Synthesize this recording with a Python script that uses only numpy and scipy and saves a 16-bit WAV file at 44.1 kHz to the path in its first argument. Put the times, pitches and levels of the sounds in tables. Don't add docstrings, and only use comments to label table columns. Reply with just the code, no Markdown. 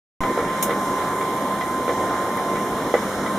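import sys
import numpy as np
from scipy import signal
from scipy.fft import rfft, irfft
from scipy.io import wavfile
from scipy.ndimage import uniform_filter1d

SR = 44100
rng = np.random.default_rng(int(sys.argv[2]) if len(sys.argv) > 2 else 0)


def how_loud(loudness_db):
    steps = np.asarray(loudness_db, float) / 20
    return 10 ** steps


def transcribe(signal):
    frames = np.atleast_2d(signal).T
    limited = np.clip(frames, -1, 1)
    pcm = np.round(limited * 32767).astype(np.int16)
    wavfile.write(sys.argv[1], SR, pcm)


N = 149058

# freq_hz, level_db (per Hz), side_over_mid_db
DRUM_COLOUR = [(55, -40, -9), (94, -12, -32), (240, -2.5, -46), (620, -3.5, -20.5), (670, -5, -20.5),
               (1160, -7, -16.5), (2020, -16.5, -4.5), (2857, -25.5, 0.5)]
# freq_hz, level_db (per Hz), side_over_mid_db
FAN_COLOUR = [(1770, -28.5, -12), (3060, 1, -0.5), (4200, -1, -2.5), (6000, -2, -4), (8370, -2.5, -2),
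              (11700, -9, 3), (14000, -10, 0), (15700, -19, 0)]
# freq_hz, left_minus_right_db
NOISE_LEAN = [(300, -0.06), (1200, -1), (2500, -3.5), (5500, -1.3), (8600, 0.8), (11000, -.5)]
# time_s, pitch_hz, level_db
WHINE_PATH = [(.2, 1030, -28), (.45, 1036, -29), (.65, 1043, -28), (.9, 1034, -28), (1.05, 1027, -26.5),
              (1.3, 1040, -28.5), (1.8, 1034, -28.5), (2.2, 1043, -27.5), (2.55, 1041, -28.5),
              (2.88, 1031, -34), (3.1, 1032, -39), (3.22, 1044, -33), (3.38, 1049, -31)]
# freq_hz, level_db, t60_s
HOUSING_MODES = [(307, -0.5, 0.055), (363, 0.5, 0.067), (503, -3, .05), (936, 3.5, 0.032), (1402, -17, .04),
                 (1825, -5.5, 0.036), (2090, -12, .04)]
# freq_hz, level_db (per Hz), side_over_mid_db
WIND_COLOUR = [(30, -16, -3), (55, -3, -3), (90, 0, -3), (160, -20, -3)]
# start_s, clank_db, thud_db, left_minus_right_db
KNOCK_EVENTS = [(.234, -16.5, -30, 2), (.25, -29, -28, 1), (.375, -19.5, -15, 1), (.39, -25.5, -22, -2),
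                (.694, -20, -19, -3), (.706, -17, -24, -1), (1.21, -18, -25, 3), (1.61, -16, -34, 0),
                (1.878, -17.5, -13.5, -2), (1.894, -20, -14.5, -2), (2.269, -37, -20.5, -1),
                (2.372, -22.5, -27, 9), (2.555, -17.5, -38, -1), (2.939, -12.5, -10, -4),
                (2.976, -23.5, -41, 2), (3.261, -19, -27, 1)]
# freq_hz, level_db, t60_s
THUD_MODES = [(370, -8, .05), (490, 0, .07), (565, -1, .045), (660, -6, .03), (790, -6, .03)]
# freq_hz, level_db, t60_s
CLANK_MODES = [(820, -5, .03), (1150, -7, .03), (1290, -5, .035), (1480, -6, .03), (1780, -4, .03),
               (2000, 0, .035), (2230, -5, .03), (3150, -10, .025), (3800, -13, .02)]
# centre_s, level_db, pitch_hz
BUMP_EVENTS = [
    (.5, -50, 45),
    (2.73, -39, 45),
]
# freq_hz, level_db (per Hz), side_over_mid_db
PUFF_COLOUR = [(1500, 0, -8.5), (3540, -4, 0), (4900, -8, -1), (6030, 2, -6), (9800, 0.5, 0),
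               (14600, -1.5, 1), (16000, -10, 0)]
# start_s, level_db, left_minus_right_db
TICK_EVENTS = [
    (1.29, -40, 6),
    (2.371, -26.5, 6),
]
# centre_hz, width_hz, depth_share
CAMERA_NOTCHES = [(2600, 420, .93), (4600, 800, .94), (7920, 600, .88)]


def level(x, db):
    return x * how_loud(db) / np.sqrt(np.mean(x ** 2))


def walk(rate):
    hold = int(SR / rate)
    steps = rng.standard_normal(N // 50)[:N // hold + 1]
    slewed = uniform_filter1d(np.repeat(steps, hold), hold)
    return 1.74 * uniform_filter1d(slewed, hold)[:N]


def pan(mid, side, db):
    return np.array([(mid + side) * how_loud(db / 2), (mid - side) * how_loud(-db / 2)])


def noise(table, swell_db, flicker_db):
    octave = np.log2(np.arange(N // 2 + 1) * SR / N + 1)
    rows, lean = np.array(table), np.array(NOISE_LEAN)

    def curve(points, column):
        return np.interp(octave, np.log2(points[:, 0]), points[:, column])

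    inside = (octave > np.log2(rows[0, 0]) - 1) * (octave < np.log2(rows[-1, 0]))
    gain = how_loud(curve(rows, 1)) * inside
    mid, side = rfft(rng.standard_normal((2, N)))
    both = pan(mid * gain, side * gain * how_loud(curve(rows, 2)), curve(lean, 1))
    if not flicker_db:
        return irfft(both, N)
    out, swell = 0, swell_db * walk(3.52)
    for centre in np.arange(4, 14.5, .5):
        share = np.cos(np.pi / 2 * np.clip(2 * (octave - centre), -1, 1)) ** 2
        flicker = flicker_db * walk(12.0)
        if (share * gain).any():
            out = out + how_loud(swell + flicker) * irfft(both * share, N)
    return out


def ring(x, modes):
    out = 0
    for hz, db, t60_s in modes:
        pole = np.exp(2j * np.pi * hz / SR - np.log(1000) / (t60_s * SR))
        out = out + how_loud(db) * signal.lfilter([1], [1, -pole], x.astype(complex)).imag
    return out


def drum():
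    return level(noise(DRUM_COLOUR, swell_db=.4, flicker_db=1.5), -26.5)


def fan():
    return level(noise(FAN_COLOUR, swell_db=.5, flicker_db=0.87), -38)


def motor():
    t, rows = np.arange(N) / SR, np.array(WHINE_PATH)
    pan_db, lead_rad, overtone_db, overtone_pan_db = -2, 0.25, -21, -11
    hum_hz, hum_db, hum_flutter_db = 200.2, -42, 3.0
    pitch_hz = np.interp(t, rows[:, 0], rows[:, 1]) + 2.0 * walk(39.9)
    phase = 2 * np.pi * np.cumsum(pitch_hz) / SR
    size = np.sqrt(2) * how_loud(np.interp(t, rows[:, 0], rows[:, 2]) + 1.2 * walk(70.))
    side = np.array([[.5], [-.5]])
    lead = lead_rad * side
    whine = how_loud(pan_db * side) * np.sin(phase + lead)
    overtone_size = how_loud(overtone_db + overtone_pan_db * side + 1.8 * walk(17.0))
    whine = whine + overtone_size * np.sin(2 * phase + 2.4 * lead)
    hum_size = np.sqrt(2) * how_loud(hum_db + hum_flutter_db * walk(7.52))
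    return size * whine + hum_size * np.sin(2 * np.pi * hum_hz * t)


def housing():
    air = rng.standard_normal((2, N)) * how_loud(2.0 * walk(15.0))
    mid = ring(air[0], HOUSING_MODES)
    side = how_loud(-16.5) * ring(air[1], HOUSING_MODES[3:])
    return level(pan(mid, side, -0.8), -32)


def wind():
    return level(noise(WIND_COLOUR, swell_db=2.7, flicker_db=3.0), -55)


def strikes(times, db, contact_s):
    bounce_s, bounce_db = .0125, -4
    solid = 0.49
    out, n = np.zeros(N + SR), np.arange(400)
    for start_s, hit_db in zip(times, db):
        rough = rng.standard_normal((4, 401))
        for k in range(4):
            i = int((start_s + k * bounce_s * (1 + 0.0395 * rough[k, 0])) * SR)
            press = n * np.exp(-n / (contact_s * SR))
            burst = (solid - np.abs(rough[k, 1:])) * press
            out[i:i + 400] += how_loud(hit_db + k * bounce_db) * burst / np.sqrt(np.sum(burst ** 2))
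    return out[:N]


def grit(times, db):
    t60_s, low_hz, high_hz, grain_db = .13, 600, 3000, 2.0
    kick = np.zeros(N)
    kick[(times * SR).astype(int)] = how_loud(db)
    fade = signal.lfilter([1], [1, -np.exp(-np.log(1000) / (t60_s * SR))], kick)
    band = signal.butter(2, [low_hz, high_hz], "band", fs=SR, output="sos")
    scrape = signal.sosfilt(band, rng.standard_normal((2, N)))
    mid, side = scrape * uniform_filter1d(fade, size=90)
    return pan(mid, 0.74 * side, 0) * how_loud(grain_db * walk(300.0))


def knocks():
    rattle_per_s, rattle_db, rattle_spread_db = 40, -45.5, 2.5
    contact_s, thud_contact_s = .0016, 0.00019
    start_s, clank_db, thud_db, lean_db = np.array(KNOCK_EVENTS).T
    clank_hit_db = clank_db - 4

    loose = rng.random((200, 2))
    times = np.cumsum(-np.log(loose[:, 0]) / rattle_per_s)
    heard = times < N / SR
    size_db = (rattle_db - rattle_spread_db * np.log(loose[:, 1]))[heard]
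    rattle = strikes(times[heard], size_db, contact_s)

    thud = ring(strikes(start_s, thud_db - 8.5, thud_contact_s) + rattle, THUD_MODES)
    thud = signal.sosfilt(signal.butter(2, [360, 850], "band", fs=SR, output="sos"), thud)
    clank = ring(strikes(start_s, clank_hit_db, contact_s) + rattle, CLANK_MODES)
    wide = ring(strikes(start_s, clank_hit_db - 12, contact_s), CLANK_MODES[2:])
    lean = np.interp(np.arange(N) / SR, start_s, lean_db)
    thin = signal.butter(2, [250, 2600], "band", fs=SR, output="sos")
    return signal.sosfilt(thin, thud + pan(clank, wide, lean)) + grit(start_s, clank_db - 10.5)


def bumps():
    t, width_s, out = np.arange(N) / SR, .025, 0
    for centre_s, db, hz in BUMP_EVENTS:
        swell = np.exp(-((t - centre_s) / width_s) ** 2)
        out = out + how_loud(db) * swell * np.sin(2 * np.pi * hz * (t - centre_s))
    return out


def puff():
    start_s, attack_s, t60_s, tail_t60_s, tail_db = .6245, .0012, .08, .2, -6
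    t = np.clip(np.arange(N) / SR - start_s, 0, None)
    fade = how_loud(-60 * t / t60_s) + how_loud(tail_db - 60 * t / tail_t60_s)
    shape = (1 - np.exp(-t / attack_s)) * fade
    return shape * level(noise(PUFF_COLOUR, 0, 0), -18.5)


def ticks():
    t, low_hz, t60_s, out = np.arange(N) / SR, 9000, .015, 0
    bright = signal.butter(2, low_hz, "high", fs=SR, output="sos")
    hiss = signal.sosfilt(bright, rng.standard_normal(N))
    for start_s, db, lean_db in TICK_EVENTS:
        fade = (t > start_s) * how_loud(db - 60 * np.clip(t - start_s, 0, 1) / t60_s)
        out = out + pan(hiss * fade, 0, lean_db)
    return out


def scene():
    steady = drum() + fan() + motor() + housing() + wind()
    return steady + knocks() + bumps() + puff() + ticks()


def band_limit(x):
    return signal.sosfilt(signal.butter(12, 16430, fs=SR, output="sos"), x)


def record(dry):
    top_hz, top_width_hz, bass_cut_hz = 15800, 550, 55
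    start_s, fade_in_s, settle_db, settle_s = .2055, 0.00032, -23, 0.023
    hz, tone = np.arange(N // 2 + 1) * SR / N + 1e-3, rfft(dry)
    for centre_hz, width_hz, depth in CAMERA_NOTCHES:
        tone = tone * (1 - min(depth, 1) / (1 + 1j * (hz - centre_hz ** 2 / hz) / width_hz))
    tone = tone * np.clip((top_hz - hz) / top_width_hz, 0, 1) / (1 - 1j * bass_cut_hz / hz)
    t = np.arange(N) / SR - start_s
    on = np.clip(t / fade_in_s, 0, 1)
    offset = how_loud(settle_db) * np.exp(-np.abs(t) / settle_s)
    return band_limit(on * (irfft(tone, N) - offset))


dry = scene()
out = record(dry)
transcribe(out)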